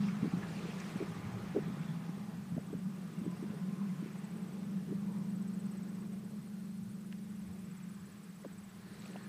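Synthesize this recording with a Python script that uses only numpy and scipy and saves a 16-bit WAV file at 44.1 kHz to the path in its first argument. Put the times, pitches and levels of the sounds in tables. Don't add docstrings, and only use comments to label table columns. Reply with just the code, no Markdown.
import sys
import numpy as np
from scipy import signal
from scipy.io import wavfile
from scipy.ndimage import uniform_filter1d

SR = 44100
rng = np.random.default_rng(int(sys.argv[2]) if len(sys.argv) > 2 else 0)


def ratio_of_db(decibels):
    return 10 ** (np.asarray(decibels, float) / 20)


def transcribe(signal):
    frames = np.atleast_2d(signal).T
    limited = np.clip(frames, -1, 1)
    pcm = np.round(limited * 32767).astype(np.int16)
    wavfile.write(sys.argv[1], SR, pcm)


N = 409248
T = np.arange(N) / SR

# (pitch [Hz], level [dB])
HISS_COLOUR = [(300, -15), (2000, -1), (5000, 2.5), (10000, -3), (15000, -1)]
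# (first buzz [s], gap [s], buzzes [count], level [dB], pitch [Hz])
KATYDID_PHRASES = [(.05, .17, 4, -66, 9430), (.76, .158, 3, -66, 9400), (1.235, .172, 6, -66, 9350),
                   (2.27, .2, 2, -65.5, 9380), (2.635, .2, 2, -65, 9330), (3.04, .171, 6, -63.5, 9400),
                   (4.02, .165, 6, -70, 9350), (5, .15, 3, -68, 9400), (5.585, .14, 2, -66.5, 9300),
                   (5.98, .152, 2, -65, 9300), (6.284, .1545, 9, -61, 9330), (6.828, .1535, 6, -66, 9500),
                   (7.745, .16, 3, -62, 9520), (8.224, .172, 4, -63, 9560), (8.9, .172, 3, -63, 9560),
                   (.086, .2, 6, -64.5, 9010), (2.39, .2, 4, -69, 8950), (3.39, .196, 4, -67.5, 8970),
                   (4.168, .19, 2, -64, 8980), (4.92, .198, 3, -66, 8950), (5.724, .2, 3, -66, 8930),
                   (8.79, .15, 3, -67, 9030), (7.6, .16, 1, -63, 9300)]
# (time [s], level [dB])
CRICKET_LEVEL = [(0, -83), (.6, -85), (.95, -77), (1.45, -85), (1.8, -78), (2.05, -89), (2.45, -79.5),
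                 (3, -81.5), (3.25, -75), (3.8, -89.5), (4.25, -75), (5, -83.5), (5.55, -72.5),
                 (6.2, -80.5), (7.35, -79.5), (7.8, -77), (8.6, -77.5), (9.28, -75)]
# (time [s], lead [strokes], tiredness [0-1])
CRICKET_PACE = [(0, .52, 0), (.85, .34, 0), (2, .34, 0), (2.4, .45, 0), (3, .46, 0), (3.5, .5, 0),
                (4, .5, 0), (4.4, .54, 0), (5, .54, 0), (6.9, .44, 0), (7.15, .43, 1), (8.2, .48, 1),
                (8.7, .52, .4), (9.1, .5, .4), (9.28, .44, 0)]
# (time [s], half length [s], level change [dB])
CRICKET_LEANS = [(.35, .07, 4), (.8, .04, 4), (1.35, .06, 4), (1.77, .05, 2), (1.92, .07, -4),
                 (2.33, .06, -5), (2.76, .1, 3), (3.08, .05, -4), (3.88, .1, 4), (6.9, .12, 2),
                 (7.25, .15, -2), (8.6, .08, 3.5), (8.82, 0.078, -8), (9.03, .1, 3), (9.18, .03, -8)]
# (pitch [Hz], level [dB])
RUMBLE_COLOUR = [(12, -51), (20, -27.5), (64, -27.5), (81, -16), (103, -13), (120, -4), (160, -43),
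                 (260, -120)]
# (time [s], level change [dB])
RUMBLE_SWELLS = [(0, 2), (.8, 2.5), (1.4, 16.5), (1.8, 1), (2.2, 0), (2.55, 5), (2.9, -2), (3.45, 5),
                 (3.8, -11), (4.6, -10), (5.5, -6), (7.5, 2), (9.28, -2.5)]
# (time [s], wind level [dB], wash level [dB])
AIR_LEVELS = [(0, -54, -53.5), (.6, -50.5, -53.5), (1.1, -52.5, -54.5), (1.6, -55, -55.5),
              (2.4, -59.5, -60), (2.8, -58, -62.5), (3.3, -55, -59.5), (3.9, -57.5, -59.5),
              (4.8, -55, -61.5), (5.2, -56.5, -63), (6, -56.5, -63.5), (6.8, -64, -67), (7.6, -60.5, -64.5),
              (8, -63.5, -64.5), (8.75, -64.5, -64.5), (9.1, -56, -60.5), (9.28, -60, -60)]
# (pitch [Hz], level [dB])
WIND_COLOUR = [(200, -21), (250, 0), (330, -1), (410, 1), (480, -6.5), (600, -9), (900, -35)]
# (pitch [Hz], level [dB])
WASH_COLOUR = [(290, -31), (500, -38), (628, -2), (692, -1), (808, -1.5), (944, -2.5), (1190, 0),
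               (1330, -3.5), (1750, -5), (2570, -10.5), (3100, -16.5), (3500, -16.5), (4550, -40),
               (7700, -120)]
# (pitch [Hz], width [Hz], level [dB])
HUMMING_PANELS = [(817, 44, 3.5), (1029, 58, 1), (1247, 22, -5), (1442, 77, 0.5), (1710, 81, -11),
                  (2320, 190, -9.5)]
# (pitch [Hz], level [dB])
RUSTLE_COLOUR = [(1500, -6), (2400, -4.5), (3200, -0.5), (4200, -2), (7000, -7), (10000, -18.5)]
# (pitch [Hz], level [dB])
FIZZ_COLOUR = [(6000, -8), (9000, 7.5), (15300, -8)]
# (time [s], half length [s], rustle level [dB], fizz level [dB])
WALKER_BRUSHES = [
    (0.022, 0.05, -63, -84),
    (.3, .1, -72, -79),
    (.55, 0.12, -63.5, -79),
    (0.744, 0.17, -67, -86),
    (0.906, 0.13, -62.5, -75),
    (8.93, .08, -79, -86),
    (9.083, 0.1, -69.5, -78),
]
# (pitch [Hz], width [Hz])
LOOSE_TRIM = [(1750, 140), (2050, 130), (2400, 120), (2750, 150)]
# (time [s], half length [s], pitch [Hz], width [Hz], level [dB])
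SCUFF_PATCHES = [(0.438, .018, 1710, 64, -55), (.7, 0.023, 2450, 500, -58), (0.54, 0.022, 1750, 200, -61),
                 (.82, 0.028, 2490, 350, -59), (1.003, .04, 2300, 500, -61), (0.898, 0.013, 2350, 400, -60),
                 (1.25, .05, 2160, 250, -65), (1.2, .2, 1900, 1100, -74), (4.299, .25, 1700, 1200, -71),
                 (5.15, .15, 960, 200, -64), (1.65, .2, 1820, 500, -65), (1.78, 0.22, 3450, 350, -69.5),
                 (4.06, 0.03, 2200, 1000, -62), (4.16, .03, 1900, 900, -66), (7.75, 0.35, 2200, 500, -74.5),
                 (7.95, 0.35, 1280, 320, -71.5), (8.05, .3, 1630, 250, -75), (8.5, .05, 1500, 500, -66.5),
                 (8.92, 0.17, 1600, 400, -67.5), (9.0, 0.26, 4200, 700, -71),
                 (9.22, 0.12, 1700, 500, -63.5), (.04, .04, 5000, 500, -65), (9.22, .08, 4300, 400, -74),
                 (1.2, .15, 1200, 40, -64), (1.38, .1, 1240, 40, -65), (1.7, .1, 1250, 40, -66),
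                 (1.25, .2, 800, 40, -66), (2.2, .25, 810, 50, -70), (2.85, .18, 1200, 40, -72),
                 (3.35, .25, 1010, 35, -70), (3.8, .2, 1050, 40, -68), (5.45, .4, 4240, 70, -82),
                 (6.6, .35, 4220, 80, -81), (9.05, 0.2, 3930, 80, -78), (3.4, 0.11, 2050, 50, -76),
                 (2, .12, 1260, 40, -70), (.7, .1, 2520, 70, -67)]
# (time [s], peak level [dB], ring pitch [Hz], time to die by 60 dB [s])
LIGHT_CLICKS = [(.084, -51.5, 2280, .03), (0.7, -53, 1700, .02), (.785, -50, 1740, .02),
                (.959, -52, 1600, .03), (1.033, -53, 1800, .03), (0.43, -55, 1800, .03),
                (0.801, -54, 2500, 0.11), (.892, -54, 2400, 0.057), (7.1256, -56, 1850, 0.014),
                (8.447, -54, 1050, .015), (9.057, -56, 2600, 0.014), (9.1635, -53.5, 2500, 0.014),
                (9.172, -61, 1600, .04), (7.803, -61, 2150, .02), (8.436, -65, 1900, 0.041),
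                (7.1256, -62, 2780, .012), (7.1256, -62, 2300, .01), (9.158, -46.5, 720, 0.022),
                (8.4, -61, 800, .03), (8.9416, -60, 1750, .012), (7.116, -63, 2000, .012),
                (.8, -53, 5800, .02), (7.1256, -58.5, 4500, .005), (7.1262, -61, 1220, 0.014),
              (9.021, -58, 4000, .01), (9.058, -61, 4600, .01), (9.07, -62, 5200, .006),
              (9.08, -60, 4300, .004), (9.08, -62, 5300, .004), (7.132, -61, 1700, .01),
              (0.59, -53, 2600, 0.022), (1.0, -55, 2200, 0.044), (9.0204, -56, 4570, .008),
              (9.079, -60, 6300, .006), (9.066, -63, 6000, .006), (9.163, -58, 2700, .012),
              (9.03, -62, 3600, .008), (9.133, -62, 2500, .008), (0.91, -60, 5400, .02),
              (9.023, -58, 3000, .008)]
# (time [s], peak level [dB], pitch [Hz], length [s])
MIC_PUFFS = [(0.223, -38.5, 368, 0.035), (0.318, -43, 290, 0.027), (0.642, -37, 286, 0.03),
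             (0.684, -38, 409, 0.02), (0.948, -39.5, 316, 0.032), (1.001, -31.5, 364, 0.024),
             (1.384, -46, 356, 0.037), (1.536, -34, 303, 0.032), (1.554, -37, 600, 0.032),
             (1.575, -35, 453, 0.026), (1.612, -48, 320, 0.02), (2.167, -40, 330, 0.021),
             (2.585, -47, 450, 0.026), (2.725, -42.5, 413, 0.024), (3.227, -41.5, 320, 0.048),
             (3.531, -43, 408, 0.023), (4.92, -53, 560, 0.019), (8.432, -47, 500, 0.039),
             (8.453, -53, 417, 0.017)]
# (time [s], peak level [dB], quickness [Hz])
PRESSURE_JABS = [(0.2312, -23, 200), (.2455, -27, 257), (0.2587, -30, 330), (0.278, -27, 217),
                 (.339, -28, 236), (0.373, -29.5, 200), (0.388, -42, 600), (0.9611, -33, 230),
                 (1.007, -36, 380), (1.016, -34, 360), (1.0278, -32, 340), (1.0251, -33, 380),
                 (1.0045, -37, 340), (1.5503, -31, 380), (1.5583, -33, 420), (1.5625, -28.5, 420),
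                 (1.5651, -26, 420), (1.5677, -22, 420), (1.5725, -34, 450), (1.582, -33, 330),
                 (1.5875, -28, 400), (1.5925, -37, 300), (2.095, -35, 247), (1.575, -26, 280),
                 (1.682, -37, 300), (1.7028, -29.5, 198), (2.524, -30, 180), (2.5705, -32, 215),
                 (2.5672, -38, 360), (2.5787, -37, 460), (2.5831, -32, 460), (2.583, -27, 190),
                 (2.549, -32, 170), (2.582, -30, 460), (2.7056, -37, 270), (2.7394, -37, 420),
                 (2.7323, -32.5, 300), (2.7533, -29, 200), (3.218, -30, 198), (3.2658, -29, 300),
                 (3.2795, -30.5, 230), (3.4285, -31.5, 290), (3.4403, -34, 280), (3.505, -32.5, 197),
                 (4.0286, -32, 239), (4.062, -35.5, 328), (4.892, -38, 298), (4.92, -30.5, 270),
                 (4.9272, -34, 400), (4.906, -41, 300), (4.93, -38, 360), (8.4502, -35, 480),
                 (8.4575, -42, 400), (8.464, -36.5, 239), (9.1605, -42, 640), (1.772, -41.5, 400),
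                 (1.625, -38, 270), (9.147, -47, 500), (9.061, -47, 600)]
# (pitch [Hz], level [dB])
PIPE_RESPONSE = [(40, -44), (90, -27), (110, -26), (140, -15), (162, -15), (184, 0), (210, -1), (222, -12),
                 (236, -20), (260, -28), (400, -34), (600, -50)]
# (pitch [Hz], level [dB])
BURN_COLOUR = [(70, -37), (100, -36), (130, -13), (160, -0.5), (185, 3), (210, -9), (235, -12), (270, -24),
               (330, -34)]
# (time [s], crankshaft speed [turns/s])
IDLE_SPEED = [(0, 11.29), (.5, 11.23), (.9, 11.03), (1.6, 10.91), (2.5, 10.8), (3.9, 10.84), (4.2, 11.03),
              (4.8, 11.53), (5.1, 12.02), (5.4, 12.3), (5.7, 12.42), (6.6, 12.37), (7.5, 12.37),
              (7.8, 12.21), (8.1, 11.92), (8.4, 11.81), (9.28, 11.81)]
# (time [s], hum level [dB], odd over even orders [dB], unsteady burn level [dB])
ENGINE_LEVELS = [(0, -44.5, -11, -40.5), (.3, -50.5, -5.5, -39), (.6, -54.5, -5, -44), (1.5, -59, 21, -44),
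                 (1.85, -57, -4, -39), (2.15, -50.5, 12, -44), (2.5, -52, 20, -45), (3.3, -50.5, -2, -43.5),
                 (3.9, -48, 12, -44.5), (4.5, -45, 10, -45.5), (4.8, -41.5, 8, -42), (5.1, -39, 9, -47),
                 (5.4, -39.5, 10, -48), (6.3, -44.5, 13, -51), (7.3, -44.5, 10, -54), (7.8, -48, 10, -50),
                 (8.4, -54, 6, -52), (9.28, -50, 4, -54)]

BASS_CUT = signal.butter(4, 120, "high", fs=SR, output="sos")


def evened(x):
    return x / np.sqrt(np.mean(x ** 2) + 1e-20)


def read(points, hz):
    f, value = np.transpose(points)
    return np.interp(np.log(hz + 1), np.log(f + 1), value, left=-90, right=-90)


def columns(rows):
    s, *rest = np.transpose(rows)
    return [np.interp(T, s, c) for c in rest]


def add(mix, s, sound):
    part = mix[max(round(s * SR), 0):][:len(sound)]
    part += sound[:len(part)]


def drift(rate_hz):
    steps = rng.standard_normal(400)
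    return np.interp(T * rate_hz, np.arange(400), uniform_filter1d(steps, size=2) * np.sqrt(2))


def noise(points, patchy_db, size=1024):
    frames = 4 * N // size + 12
    hz = np.fft.rfftfreq(size, 1 / SR)
    a, b, patches = rng.standard_normal((frames, len(hz), 3)).T
    patches = uniform_filter1d(patches, size=10, axis=0)
    patches = evened(uniform_filter1d(patches, size=10, axis=1))
    z = (a + 1j * b) * ratio_of_db(read(points, hz)[:, None] + patchy_db * patches)
    sound = signal.istft(z, nperseg=size, noverlap=3 * size // 4)[1]
    return evened(sound[size:N + size])


def band(x, hz, width):
    r = np.exp(-np.pi * width / SR)
    return signal.lfilter([1, 0, -1], [1, -2 * r * np.cos(2 * np.pi * hz / SR), r * r], x)


def hiss():
    return ratio_of_db(-68) * noise(HISS_COLOUR + [(20000, HISS_COLOUR[-1][1])], patchy_db=0.1)


def rumble():
    swell_db = columns(RUMBLE_SWELLS)[0] + 1.5 * drift(8)
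    return ratio_of_db(swell_db - 63) * noise(RUMBLE_COLOUR, patchy_db=3.5, size=4096)


def katydids():
    out = np.zeros(N)
    for first, gap, count, db, pitch_hz in KATYDID_PHRASES:
        for s in first + gap * np.arange(count):
            hz = pitch_hz + 60 * rng.standard_normal()
            at = np.cumsum(SR / 132 * rng.uniform(.92, 1.08, 10)).astype(int) - 280
            scrapes = np.zeros(3500)
            scrapes[at] = at < .05 * SR
            rasp = signal.lfilter([1], [1, -.991], scrapes) * rng.standard_normal(3500)
            buzz = band(band(rasp, hz, 290), hz, 330)
            level = ratio_of_db(db - 14 + 1.2 * rng.standard_normal())
            add(out, s - .012, level * evened(buzz))
    return out


def cricket():
    strokes_per_s, sag_hz, fall_hz, tired_fall_hz = 17.05, 50, 519, 130
    (level_db,), (lead, tired) = columns(CRICKET_LEVEL), columns(CRICKET_PACE)
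    phase = (T * strokes_per_s + lead + 0.054 * drift(10) + .5) % 1 - .5
    u = np.clip(phase / .4 + .62, 0, 1)
    fall = (fall_hz + tired_fall_hz * tired) * u ** (6.5 - 3 * tired)
    hz = 8050 - sag_hz * tired - fall + 25 * drift(30)
    stroke = np.sin(np.pi * u ** 1.44) * ratio_of_db(0.88 * drift(14))
    teeth = 1 + 0.24 * evened(band(rng.standard_normal(N), 230, 280))
    tone = stroke * teeth * np.sin(2 * np.pi * np.cumsum(hz) / SR)
    for s, half, db in CRICKET_LEANS:
        level_db = level_db + db * np.exp(-((T - s) / half) ** 2)
    return ratio_of_db(level_db + 3.5) * evened(tone)


def wash():
    _, wash_db = columns(AIR_LEVELS)
    panels = np.zeros(N)
    for hz, width, db in HUMMING_PANELS:
        panels += ratio_of_db(db + 2.5 * drift(6)) * evened(band(rng.standard_normal(N), hz, width))
    sound = ratio_of_db(wash_db - 1.5) * (noise(WASH_COLOUR, patchy_db=1.5) + ratio_of_db(-14.5) * panels)
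    low = signal.sosfiltfilt(signal.butter(2, 1000, fs=SR, output="sos"), sound)
    shade_db = np.interp(T, (5.9, 7.8), (0, -2.5))
    return sound - (1 - ratio_of_db(shade_db)) * low


def wind():
    wind_db, _ = columns(AIR_LEVELS)
    return ratio_of_db(wind_db - 1.2 + 0.83 * drift(25)) * noise(WIND_COLOUR, patchy_db=1)


def grit():
    hits_per_s = 60
    rattle = np.zeros(N)
    for hz, width in LOOSE_TRIM:
        hits = (rng.random(N) < hits_per_s / SR) * ratio_of_db(3 * rng.standard_normal(N))
        rattle += evened(band(band(hits, hz, width), hz, 3 * width))
    return ratio_of_db(-4.5) * evened(rattle)


def rustle():
    _, wash_db = columns(AIR_LEVELS)
    s, half, rustle_db, fizz_db = np.transpose(WALKER_BRUSHES)
    swells = np.exp(-((T[:, None] - s) / half) ** 2)
    rustle_gain = np.sqrt(ratio_of_db(2 * (wash_db - 10)) + swells @ ratio_of_db(2 * rustle_db))
    fizz_gain = np.sqrt(ratio_of_db(2 * -79) + swells @ ratio_of_db(2 * fizz_db))
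    coarse = noise(RUSTLE_COLOUR, patchy_db=2, size=512) + grit()
    fine = noise(FIZZ_COLOUR, patchy_db=2.5, size=512)
    return rustle_gain * ratio_of_db(0.33 + 0.56 * drift(10)) * coarse + fizz_gain * ratio_of_db(3.5) * fine


def scuffs():
    out = np.zeros(N)
    for s, half, hz, width, db in SCUFF_PATCHES:
        t = np.arange(-2 * half, 2 * half, 1 / SR)
        grain_db = 3 * evened(band(rng.standard_normal(len(t)), 60, 200))
        grain = rng.standard_normal(len(t)) * ratio_of_db(grain_db)
        rub = evened(band(band(grain, hz, width), hz, 2 * width))
        add(out, s + t[0], ratio_of_db(db) * np.exp(-(t / half) ** 2) * rub)
    return out


def clicks():
    out, t = np.zeros(N), np.arange(3000) / SR
    for s, db, hz, t60 in LIGHT_CLICKS:
        blow = rng.standard_normal(len(t)) * ratio_of_db(-60 * t / t60)
        blow[0] += 5
        tick = band(band(blow, hz, 0.055 * hz + 5 / t60), hz, 0.56 * hz)
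        add(out, s, ratio_of_db(db + 6.5) * tick / abs(tick).max())
    return out


def puffs():
    out, t = np.zeros(N), np.arange(3000) / SR
    for s, db, hz, length in MIC_PUFFS:
        u = t / length
        soften = signal.butter(3, 1.5 * hz, fs=SR, output="sos")
        dull = signal.sosfilt(soften, rng.standard_normal(len(u)))
        thud = evened(band(band(dull, 213, 126), 213, 126))
        puff = evened(band(dull, hz, 0.14 * hz)) + 0.61 * thud
        puff = signal.sosfilt(BASS_CUT, puff * u * np.exp(-4 * u ** 4.4))
        add(out, s - .002, ratio_of_db(db) * puff / abs(puff).max())
    return out


def thuds():
    out, t = np.zeros(N), np.arange(-660, 1100) / SR
    for s, db, hz in PRESSURE_JABS:
        cycles = t * hz
        spread = np.where(t < 0, 0.63, 0.8)
        jab = -np.cos(2 * np.pi * cycles) * np.exp(-(cycles / spread) ** 2)
        add(out, s + t[0], ratio_of_db(db) * jab)
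    return signal.sosfiltfilt(signal.butter(2, 75, "high", fs=SR, output="sos"), out)


def burn(rough_db):
    wide_db = rough_db + .4 * np.minimum(rough_db + 43, 0)
    in_pipe = ratio_of_db(rough_db - 3.5) * noise(PIPE_RESPONSE, patchy_db=3, size=4096)
    return in_pipe + ratio_of_db(wide_db) * noise(BURN_COLOUR, patchy_db=1.5, size=4096)


def engine():
    (speed,), (hum_db, uneven_db, rough_db) = columns(IDLE_SPEED), columns(ENGINE_LEVELS)
    turns = -.21 + np.cumsum(speed) / SR
    out = burn(rough_db)
    for first, db in ((5, hum_db), (4, hum_db - uneven_db)):
        family = np.zeros(N)
        for k in range(first, 30, 2):
            gain = ratio_of_db(read(PIPE_RESPONSE, k * speed) + 1.3 * drift(7))
            smear = k ** 2 / 28
            lag = .2 * (1 - k % 2)
            angle = k * turns + smear - lag + .035 * drift(6)
            family += gain * np.cos(2 * np.pi * angle)
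        strength = np.sqrt(uniform_filter1d(family ** 2, size=SR // 2))
        out = out + ratio_of_db(db) * family / strength
    return out


def scene():
    insects = katydids() + cricket()
    surroundings = rumble() + wash() + wind() + rustle()
    handling = scuffs() + clicks() + puffs() + thuds()
    return (insects + surroundings + handling + engine())[None]


def band_limit(x):
    return signal.sosfilt(signal.butter(12, 15345, fs=SR, output="sos"), x)


def record(dry):
    opening = np.minimum(.3 + T / .012, 1)
    heard = dry * opening + hiss()
    limit = signal.firwin(801, 15400, window=("kaiser", 12), fs=SR)
    mix = signal.oaconvolve(heard, limit[None], "same")
    return band_limit(mix)


dry = scene()
out = record(dry)
transcribe(out)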